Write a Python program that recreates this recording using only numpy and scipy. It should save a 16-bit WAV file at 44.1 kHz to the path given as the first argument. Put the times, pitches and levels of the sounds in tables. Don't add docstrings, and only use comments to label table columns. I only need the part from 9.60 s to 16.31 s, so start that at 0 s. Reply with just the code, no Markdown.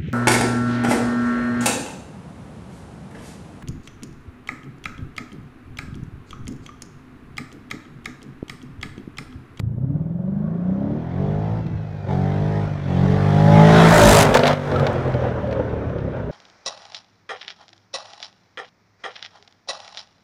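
import sys
import numpy as np
from scipy import signal
from scipy.fft import rfft, irfft, next_fast_len
from scipy.io import wavfile
from scipy.ndimage import uniform_filter1d, map_coordinates

SR = 44100
rng = np.random.default_rng(int(sys.argv[2]) if len(sys.argv) > 2 else 0)


def boost(x):
    u = np.asarray(x, float) / 20
    return 10 ** u


def digitize_waveform(pressure):
    field = np.atleast_2d(pressure).T
    bounded = np.clip(field, -1, 1)
    quanta = np.round(bounded * 32767).astype(np.int16)
    wavfile.write(sys.argv[1], SR, quanta)


N = 295911
TIME = np.arange(N) / SR
STRIDE = 64

PASS_S = 4.24, 4.613
SIDE_S, MISS_M = 4.46, 5.45
# (time [s], level [dB])
LEVEL = [(0.0, -39), (0.6, -50), (1.1, -42.5), (1.45, -42), (1.62, -32), (1.97, -34.5), (2.07, -38),
         (2.43, -41.5), (2.53, -31), (3.0, -31), (3.22, -37), (3.36, -29), (3.7, -27.5), (4.0, -19.0),
         (4.7, -28), (5.02, -39.5), (5.17, -33.5), (6.71, -42.5)]
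# (frequency [Hz], width [Hz], level [dB])
PIPE_FRONT = [(302, 87, -2), (394, 71, -1.5), (550, 100, 2), (760, 680, -9), (1520, 140, -16)]
# (frequency [Hz], width [Hz], level [dB])
PIPE_REAR = [(246, 55, -10.5), (400, 112, -6), (556, 122, 3.5), (646, 92, -9.5), (1430, 140, -11)]
# (order of the cycle, coming [dB], added on the last stretch [dB], going [dB],
# added behind the rise [dB])
ORDERS = [(2, 1.84, -8, 0.1, -2.5), (3, 1.5, 4, 5, 0), (4, 3, 6, -3.5, -2), (5, -2, 5, 6, -0.5),
          (6, 8.5, 1.6, -0.5, 0), (7, 2.5, 10, -4.5, -4), (8, 9, 0.1, 3.5, 1), (9, 4, -6, -2, -1),
          (10, -5, 2, -3, 5), (11, -2, 8, 3.5, -5.5), (12, -7.5, 4.5, -4.5, -4.5),
          (16, -5.5, 0, -12.5, 0.5), (13, -7, 5.5, 2, -8), (14, -6, 5, 0.5, 2), (15, -12.5, 2.5, -5.5, -3)]
ORDER = [row[0] for row in ORDERS]


def unit(x):
    return x / np.sqrt(np.mean(x ** 2) + 1e-20)


def curves(rows):
    s, *cols = np.transpose(rows)
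    return [np.interp(TIME, s, c) for c in cols]


def bell(centre_s, half_s):
    return np.exp(-.5 * ((TIME - centre_s) / half_s) ** 2)


def blend(a, b, share):
    share = np.clip(share, 0, 1)
    return np.sqrt(1 - share) * a + np.sqrt(share) * b


def wobble(rate):
    return map_coordinates(rng.standard_normal(int(N * rate / SR) + 4), [np.arange(N) * rate / SR], order=1)


def per_turn(turns, count):
    return map_coordinates(rng.standard_normal(int(turns[-1] * count) + 3), [turns * count], order=1)


def filtered(x, response):
    m = next_fast_len(N + SR // 2)
    return irfft(rfft(x, m) * response(np.fft.rfftfreq(m, 1 / SR)), m)[:N]


def colour(points):
    f, db = np.transpose(points)
    return lambda hz: boost(np.interp(np.log(hz + 1), np.log(f + 1), db))


def noise(gate, response, patchy_db=0):
    z = signal.stft(gate * rng.standard_normal(N), nperseg=1024)[2]
    field = uniform_filter1d(rng.standard_normal(z.shape), size=4, axis=0)
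    field = uniform_filter1d(field, size=6, axis=1)
    patched = signal.istft(z * boost(patchy_db * unit(field)), nperseg=1024)[1][:N]
    return unit(filtered(patched, response))


def engine():
    hz, (tail, hidden), metres = revs(), view(), distance()
    turns = np.cumsum(hz) / SR
    order_db = order_levels(hz, tail, hidden)
    note_db, rasp_db, fizz_db, rumble_db = layer_levels(hz, metres, tail, hidden)
    share, scatter_db, spit_db = unevenness(hz, tail, hidden)
    tyre_share = np.clip((metres - 47.3) / 19, 0, 1) + tail * (0.29 + metres / 38)
    tyre_share = np.clip(tyre_share, 0, 1)
    size = boost(scatter_db * per_turn(turns, count=2))
    firing = lambda db: boost(db * per_turn(turns, count=8) - db ** 2 * np.log(10) / 30)
    gas = firing(spit_db) * (2.3 + .5 * np.cos(2 * np.pi * turns))
    low = size * drone(turns, order_db, scatter_db, tyre_share, tail, hidden)
    note = boost(note_db - 2.0) * np.sqrt(size) * pipe_note(turns, hz, firing(1.3 * spit_db), share, tail, hidden)
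    return (low + note + boost(rasp_db + 2.0) * rasp(gas, tyre_share) + fizz(turns, gas, fizz_db, tail)
            + rumble(rumble_db) + belt_whine(turns))


def drone(turns, order_db, scatter_db, tyre_share, tail, hidden):
    hz = revs()
    angle = 2 * np.pi * turns
    slip = .02 + .012 * scatter_db
    chirp = .04 + .18 * np.clip((hz - 19) / 5, 0, 1)
    total = np.zeros(N)
    for k, db in zip(ORDER, order_db):
        above = max(k - 4, 0)
        trail = .5 * above ** 2
        lump = 2 * np.pi * k * .5 + np.pi + chirp * (k - 8) ** 2 - trail
        phase = trail + hidden * np.angle(np.exp(1j * lump))
        flutter_db = 0.11 + scatter_db * (0.83 * wobble(13) - .45) + 0.26 * above * wobble(6)
        total -= np.sqrt(2) * boost(db + flutter_db) * np.cos(k * angle - phase + k * slip * wobble(9))
    first_db = order_db[0] - 12.0 + 7.9 * tail * (-0.35 - tyre_share) + 19 * bell(SIDE_S, 0.12)
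    return total + boost(first_db) * np.cos(angle)


def pipe_note(turns, hz, firing, share, tail, hidden):
    front, rear = (lambda f: pipe(f, PIPE_FRONT)), (lambda f: pipe(f, PIPE_REAR))
    barks, edges = bank_barks(turns, hz)
    awake = np.clip(TIME / .16, 0, 1) ** 2
    dulled = lambda f: front(f) / (1 + 1j * f / 650) ** 3
    knock = -hidden * awake * boost(-4) * unit(filtered(edges, dulled))
    beat = .5 + .5 * np.cos(2 * np.pi * turns)
    puff = (1 - hidden) * firing * (.7 + beat ** 2) + hidden * unit(.5 + barks)
    bark = blend(noise(puff, front, patchy_db=2.0), noise(puff, rear, patchy_db=1.5), tail)
    upper = upper_orders(turns, hz, tail, hidden)
    return blend(0.52 * upper, (0.35 + 0.75 * awake) * bark, share) + knock


def upper_orders(turns, hz, tail, hidden):
    place_db = [10, -4, -1.5, 0.5, -7.5, -1.5, -2, -10]
    step, knots = hz[::STRIDE], turns[::STRIDE]
    total = np.zeros(N)
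    for k in np.setdiff1d(np.arange(17, 40), ORDER):
        front, rear = [np.abs(pipe(k * step, p)) for p in (PIPE_FRONT, PIPE_REAR)]
        swept_db = standing(k * step, hidden[::STRIDE], tail[::STRIDE])
        tone = np.interp(turns, knots, blend(front, rear, tail[::STRIDE]) * boost(swept_db))
        fading = boost(place_db[k % len(place_db)] * (1 - 0.64 * hidden) + 6 * wobble(5))
        phase = 2 * np.pi * (k * turns + rng.random()) + 0.048 * k * wobble(14)
        total += fading * tone / (1 + (k * hz / 950) ** 6) * np.cos(phase)
    return total / np.sqrt(uniform_filter1d(total ** 2, size=SR // 5))


def bank_barks(turns, hz):
    # (time [s], first over second [dB])
    lead = [(0, -7), (.3, -4.5), (.45, -2.5), (.65, 5), (.95, 6), (1.06, -4.5), (1.4, -4.5)]
    lead_db, = curves(lead)
    barks, edges = np.zeros(N), np.zeros(N)
    for sign, place in ((1, .19), (-1, .49)):
        gain = boost(2.5 * per_turn(turns, count=1) + sign * lead_db / 2)
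        barks += gain * np.exp(-((turns - place) % 1) / .16)
        edges += gain * np.diff(np.floor(turns - place), prepend=-1)
    return barks, edges / np.sqrt(hz)


def rasp(gas, tyre_share):
    # (frequency [Hz], density [dB per Hz])
    gas_colour = [(470, -14.5), (800, -6.5), (1080, -12), (1500, -10), (1860, -12.5), (2010, -12.5),
                  (2800, -24), (3300, -20), (4380, -27.5), (5890, -31.5), (8000, -44.5), (11000, -53.5),
                  (14300, -82), (22000, -120)]
    # (frequency [Hz], density [dB per Hz])
    tyres = [(410, -31), (700, -1), (1230, -6), (1610, -8.5), (2290, -17), (2720, -21), (3480, -23.5),
             (4540, -34), (5930, -34.5), (7000, -45), (9000, -52), (11700, -81), (19800, -120)]
    roar = noise(gas ** 0.15, colour(tyres), patchy_db=1.5)
    return blend(noise(gas, colour(gas_colour), patchy_db=2.5), roar, tyre_share)


def fizz(turns, gas, fizz_db, tail):
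    # (frequency [Hz], density [dB per Hz])
    spectrum = [(1290, -33.5), (2200, -9.5), (2450, -1), (2610, -4), (5110, -6.5), (7390, -5.5),
                (11800, -13.5), (15600, -21)]
    aim = np.clip(.15 + 1.6 * tail, 0, 1) * (.25 + .75 * pedal())
    since = turns - turns[round(4.5892 * SR)]
    spits = sum(boost(13 + db) * np.exp(-((since - lag) % 1) / .11)
                for lag, db in ((0, 0), (.68, -4)))
    jets = 1 + 1.2 * (1 - aim) + aim * spits
    close = np.clip((fizz_db + 90) / 9, 0, 1)
    return close * boost(fizz_db + 4.0) * noise(gas ** 0.21 * jets, colour(spectrum), patchy_db=2.0)


def rumble(rumble_db):
    # (frequency [Hz], density [dB per Hz])
    spectrum = [(21, -45.5), (36, -12), (125, -0.5), (167, -8.5), (226, -8), (300, -16), (390, -28),
                (660, -120)]
    return boost(rumble_db + 2.2 * wobble(14)) * noise(1, colour(spectrum))


def belt_whine(turns):
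    # (order of the cycle, level [dB])
    whine_orders = [(37, -1), (49, 0)]
    # (time [s], level [dB])
    belt = [(1.7, -80), (2.05, -59), (2.45, -58), (2.6, -63), (3.05, -62), (3.3, -56), (3.5, -68), (4, -90)]
    belt_db, = curves(belt)
    return sum(boost(belt_db + db + 3.1 * wobble(19)) * np.sin(2 * np.pi * k * turns + .35 * wobble(40))
               for k, db in whine_orders)


def pipe(f, modes):
    ring = sum((-1) ** k * boost(db) * 1j * f * w / (c * c - f * f + 1j * f * w)
               for k, (c, w, db) in enumerate(modes))
    return ring / (1 + 1j * f / 1600) ** 3


def standing(f, hidden, tail):
    # (frequency [Hz], width [Hz], behind the rise [dB], coming [dB], going [dB])
    waves = [(188.7, 6.1, 3, 2, -0.3), (246.3, 12, -11.5, -8.5, 1.5), (285.6, 9.7, 5.5, 0.5, -0.4),
             (337.6, 6.3, -6, -3, -3), (373, 18, 6.5, 0.2, 1.6), (429, 8.2, 0, 2, 2.5),
             (517, 10, -5, -8.5, 0), (573, 16, 2, 5, 2), (621, 10, -1.5, -6, -1.2), (680, 23, 3.5, 5, 1.5),
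             (784, 21, 1.5, -2, 1.5), (850, 16, 0, 2.5, 0.5)]
    return sum((hidden * far + (1 - hidden - tail) * coming + tail * going) * np.exp(-.5 * ((f - c) / w) ** 2)
               for c, w, far, coming, going in waves)


def swells(f):
    # (time [s], frequency [Hz], level [dB])
    moments = [(.05, 204, -10), (0.27, 276, 12), (0.46, 265, 7), (0.8, 220, 3.5), (.9, 250, -6),
               (1.32, 185, 2), (3.455, 140, 3), (4.6, 220, 2), (4.4, 760, 0), (4.68, 480, 3),
               (4.68, 100, -7), (4.9, 760, 4), (6.1, 450, 7), (5.95, 550, 10), (1.65, 426, 3.5),
               (1.95, 433, -13), (2.07, 306, 20), (3.4, 224, 1.5), (3.5, 433, 12), (3.75, 730, 6),
               (3.92, 390, -8), (4.15, 110, -9), (4.17, 380, 9.5), (4.35, 603, 2.5), (4.4, 350, 9),
               (4.5, 204, 9.5), (4.5, 476, 11), (4.55, 634, 11), (4.6, 415, 8), (4.82, 245, 7),
               (4.85, 380, -5), (4.87, 670, 17), (5.6, 125, 3.5), (5.95, 680, -6), (3.15, 210, -9),
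               (3.15, 395, -9), (3.2, 250, 8.5), (3.8, 640, -8), (4.8, 300, -5), (4.5, 205, 7),
               (4.5, 105, 7), (4.5, 421, -6), (4.35, 990, 6), (5.1, 630, -8), (5.55, 170, 4),
               (6.15, 440, 3), (6.1, 505, 0), (3.7, 620, -7), (4.05, 383, -8.5), (4.2, 534, -5),
               (1.45, 250, 9.5), (.78, 185, 3), (4.2, 385, -6), (4.4, 430, -6.5), (4.9, 510, 5),
               (4.33, 610, 3.5), (5.85, 320, -8.5), (5.9, 640, -8), (2.3, 220, -6), (3.9, 612, 2),
               (1.3, 340, -9.5), (1.1, 460, -7), (3.22, 233, 6), (3.5, 420, -5), (.2, 60, -6),
               (6.6, 60, -6)]
    t = TIME[::STRIDE]
    return sum(db * np.exp(-.5 * ((t - s) / 0.067) ** 2 - .5 * ((f - c) / 28) ** 2) for s, c, db in moments)


def order_levels(hz, tail, hidden):
    # (frequency [Hz], level [dB])
    path_hidden = [(40, -10), (85, 0), (120, 5), (170, 12), (215, 7), (285, 0), (350, -2), (650, -5)]
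    # (frequency [Hz], level [dB])
    path_front = [(85, 1.3), (110, 6.5), (150, 7), (185, 2.5), (230, -9), (330, -17), (500, -9.5),
                  (880, -3)]
    # (frequency [Hz], level [dB])
    path_rear = [(62, 6.5), (95, 1.5), (135, 5), (190, -5.5), (250, -2), (400, -4), (560, -2.5), (820, -8)]
    shape = lambda points, f: np.interp(np.log(f), np.log(np.transpose(points)[0]), np.transpose(points)[1])
    level_db, shut = curves(LEVEL)[0], 1 - pedal()
    side = bell(SIDE_S, .13)
    last = np.interp(TIME, (3.62, 4.18), [0, 1])
    idle = np.clip((17.4 - hz) / 4.4, 0, 1)
    lag, cancel = 1.18 * side ** 2 / 343, 0.62
    levels = []
    for k, coming, added, going, behind in ORDERS:
        f = k * hz
        slow_f = f[::STRIDE]
        swept = standing(slow_f, hidden[::STRIDE], tail[::STRIDE]) + swells(slow_f)
        pair_db = 20 * np.log10(np.abs(1 + cancel * np.exp(2j * np.pi * f * lag)) / (1 + cancel))
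        db = level_db + np.interp(TIME, TIME[::STRIDE], swept) + pair_db
        db = db + hidden * (shape(path_hidden, f) + behind) + (1 - hidden - tail) * shape(path_front, f)
        db = db + tail * (shape(path_rear, f) + going)
        db = db + (1 - tail) * (coming + last * added - 8 * shut * (k > 3))
        db = db + side * (2 if k < 8 else 6.5)
        levels.append(db - 14.5 * (k % 2) * idle - 4.5 * afterglow())
    return levels


def layer_levels(hz, metres, tail, hidden):
    # (time [s], half length [s], level [dB])
    flares = [(0.357, 0.047, 2.5), (2.506, 0.034, 8.5), (3.383, 0.024, 0.5), (4.689, 0.031, -4),
              (4.76, 0.0091, 7.5), (4.821, 0.0076, -0.5), (4.904, 0.037, 8), (5.263, 0.037, 2.5),
              (5.657, 0.037, 6.5), (6.003, 0.058, 2.5), (6.576, 0.033, 8)]
    # (pipe note [dB], rasp [dB], fizz [dB], rumble [dB]); per dB of cause where that is in dB
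    law = [(-11.5, -12, -31, -17.5), (0.1149, 0.37, 0.1, 0.4), (1.0543, 1.05, 2.5, 0.12), (-7.5, -3, -5, 0),
           (.5, 5.5, 13, 9.5), (2, -3.5, -17, -6), (8, 1, 2.5, 0), (-11.5, -14.5, 2.5, 1.5),
           (1.33, 0.12, -0.9, 1.22), (-0.77, 2, 3, -4.5), (-18.5, -4.5, -7, -22), (0.5, 5.5, 1, 7.5),
           (-0.5, 5.5, 4, -1)]
    shut = 1 - pedal()
    flare_db = sum(db * bell(s, half) for s, half, db in flares)
    nearness = MISS_M / metres
    lull = bell(4.99, 0.059)
    nose = bell(4.186, .12)
    causes = [np.ones(N), curves(LEVEL)[0], 20 * np.log10(nearness), shut * (1 - tail), tail, shut * tail,
              hidden, lumpiness(hz, hidden), flare_db, flare_db * nearness, lull, nose, afterglow()]
    return np.transpose(law) @ causes


def unevenness(hz, tail, hidden):
    share_law = (0.24, 0.7, 0.51, 0.16, 0.046)
    scatter_law = (0.69, 1.3, 2.43, 0.18, 0.77)
    spit_law = (-.3, 0.13, 1.6, 1.2, 1.2)
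    shut = 1 - pedal()
    causes = [np.ones(N), shut * (1 - tail), shut * tail, hidden, lumpiness(hz, hidden)]
    return np.array([share_law, scatter_law, spit_law]) @ causes


def lumpiness(hz, hidden):
    return np.clip((40 - hz) / 26, 0, 1) * hidden


def afterglow():
    return bell(4.675, 0.029)


def revs():
    # (time [s], cycle rate [Hz])
    first_pull = [(0, 12.7), (.12, 14.3), (.27, 16.7), (.45, 20), (.66, 23.2), (.9, 27.25), (1.12, 31.5),
                  (1.36, 37.7),
                  (1.58, 46.2), (1.75, 51.05), (1.93, 55), (2.0, 55.2), (2.45, 49.4), (2.54, 45.8)]
    # (time [s], cycle rate [Hz])
    second = [(2.75, 49.55), (2.93, 51.9), (3.0, 51.7), (3.13, 49.6), (3.3, 45.3), (3.36, 44.7)]
    # (time [s], cycle rate [Hz])
    third = [(3.6, 48.9), (3.85, 51.7), (4.05, 53.7), (4.22, 55), (4.33, 55.1), (4.42, 53.2), (4.55, 51.8),
             (4.64, 51.3)]
    # (time [s], cycle rate [Hz])
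    coast = [(4.7, 48.9), (4.9, 49.2), (5.02, 48.5), (5.12, 46.9), (5.3, 45.2), (5.55, 42.1), (6.71, 30.8)]
    return curves(first_pull + second + third + coast)[0]


def pedal():
    # (from [s], to [s], throttle left [0-1], slowness of the lift [ratio])
    pulls = [
        (-1, 2.0, 0, 1),
        (2.47, 3.04, .3, 4),
        (3.27, 4.63, 0, 1),
    ]
    open_s, shut_s = 0.029, 0.022
    rows, held = [], 0
    for start, end, left, slow in pulls:
        rows += [(start, held), (start + open_s, 1), (end, 1), (end + slow * shut_s, left)]
        held = left
    return np.clip(np.interp(TIME, *np.transpose(rows)), 0, 1)


def distance():
    t = TIME - 4.449
    coming_ms, going_ms, fade_in_m = 27.7, 21.54, 71.3
    along = np.where(t < 0, fade_in_m * np.tanh(coming_ms * t / fade_in_m), going_ms * t)
    return np.hypot(MISS_M, along)


def view():
    return np.interp(TIME, PASS_S, [0, 1]), np.interp(TIME, (1.344, 1.495), [1, 0])


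def overrun():
    # (time [s], peak [dB], ring of the pipe [dB])
    cracks = [(2.066, -33, 13), (3.513, -32, 4.5), (4.726, -26, 3), (4.743, -7, 2), (4.749, -4.5, 6),
              (4.7625, -16.5, 5), (4.7712, -5, -9), (4.7927, -8.5, 6), (4.835, -7.5, -11), (4.8556, -8, -8),
              (4.8678, -6.5, 6), (4.8785, -6, -7), (4.8956, -17, 0), (4.9097, -16, 12), (4.93, -13.5, -11),
              (5.116, -23, -2.5), (5.124, -34, 22.5), (5.1602, -21, 20), (5.1963, -21.5, 19),
              (5.2674, -11, 12), (5.356, -29, 9.5), (5.52, -37.5, 20), (5.5405, -25, 20), (5.6427, -38, 11),
              (5.6845, -34, 25), (5.911, -27, -2), (5.927, -23.5, 22), (6.5945, -45.5, 19.5),
              (5.4791, -30.5, 8), (5.8737, -34.5, 8), (6.0924, -37.5, 8), (6.2965, -37, 9),
              (6.3841, -34, 7.5), (6.405, -41, 7)]
    # (time [s], peak [dB])
    snaps = [(2.066, -54), (3.512, -44), (4.8955, -36), (4.914, -36), (3.63, -46), (4.652, -20),
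             (4.674, -34.5), (4.695, -30), (4.7426, -15.5), (4.751, -18), (4.7707, -18), (4.8692, -22),
             (4.8768, -20.5), (4.9296, -36), (5.197, -35.5), (5.33, -41)]
    # (time [s], peak [dB], frequency [Hz])
    thuds = [(2.055, -9, 164), (2.069, -19, 166), (2.113, -16.5, 165), (2.146, -9.5, 91), (2.29, -27, 97),
             (2.375, -32, 154), (4.389, -15, 60), (4.43, -15, 55), (4.48, -14, 75), (4.747, -27, 144),
             (5.156, -13, 1313), (5.195, -16, 1240), (5.202, -9, 127), (6.065, -19, 129), (6.084, -14, 102),
             (6.265, -11.5, 104), (6.29, -17.5, 123), (6.406, -14.5, 128), (6.461, -17, 129),
             (6.557, -24.5, 136), (6.642, -18, 89)]
    # (frequency [Hz], gain [dB])
    crack_colour = [(300, -39.5), (1200, 4), (4000, -2.5), (9000, -32), (15000, -36)]
    # (frequency [Hz], gain [dB])
    snap_colour = [(1500, -30.5), (4000, -2), (7000, 0.5), (11000, -12), (15500, -14.5)]
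    t = np.arange(SR // 10) / SR
    crack, snap, thud = np.zeros((3, N + SR))
    kick = np.zeros(N)
    for s, db, ring_db in cracks:
        crack[round(s * SR):][:len(t)] += boost(db - 0.5 - 60 * t / 0.03) * rng.standard_normal(len(t))
        kick[round(s * SR)] = -boost(db + ring_db + 24)
    for s, db in snaps:
        snap[round(s * SR):][:len(t)] += boost(db - 60 * t / 0.031) * rng.standard_normal(len(t))
    for s, db, hz in thuds:
        swell = t / 0.01 * np.exp(1 - t / 0.0062)
        thud[round(s * SR):][:len(t)] += boost(db - 3.5) * swell * np.sin(2 * np.pi * hz * t)
    ring = filtered(kick, lambda f: pipe(f, PIPE_REAR))
    return filtered(crack[:N], colour(crack_colour)) + filtered(snap[:N], colour(snap_colour)) + ring + thud[:N]


def intake():
    # (frequency [Hz], density [dB per Hz])
    air = [(4000, -30), (6500, -3), (8500, 0), (11000, -8), (14000, -20), (16000, -60)]
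    # (frequency [Hz], density [dB per Hz])
    howl = [(900, -40), (1060, -4), (1130, 1), (1230, -12), (1500, -4.5), (1800, -14), (2300, -50)]
    seen = np.interp(TIME, (2.0, 2.47), [0, 1]) * np.interp(TIME, PASS_S, [1, 0]) * pedal() ** 2
    hiss = seen * boost(curves(LEVEL)[0] - 42) * noise(1, colour(air), patchy_db=1.5)
    return hiss + boost(-52.5) * bell(1, 0.19) * noise(1, colour(howl), patchy_db=2.5)


def fields():
    # (frequency [Hz], density [dB per Hz])
    hiss = [(2940, -35), (5000, -5), (14100, 0), (15600, -6)]
    return boost(-81) * noise(1, colour(hiss))


def scene():
    return (engine() + overrun() + intake() + fields())[None]


def roll_off(x):
    return signal.sosfilt(signal.butter(12, 15710, fs=SR, output="sos"), x)


def record(dry):
    rounded = dry / (1 + np.abs(dry) ** 8) ** (1 / 8)
    return roll_off(rounded)


dry = scene()
out = record(dry)
digitize_waveform(out)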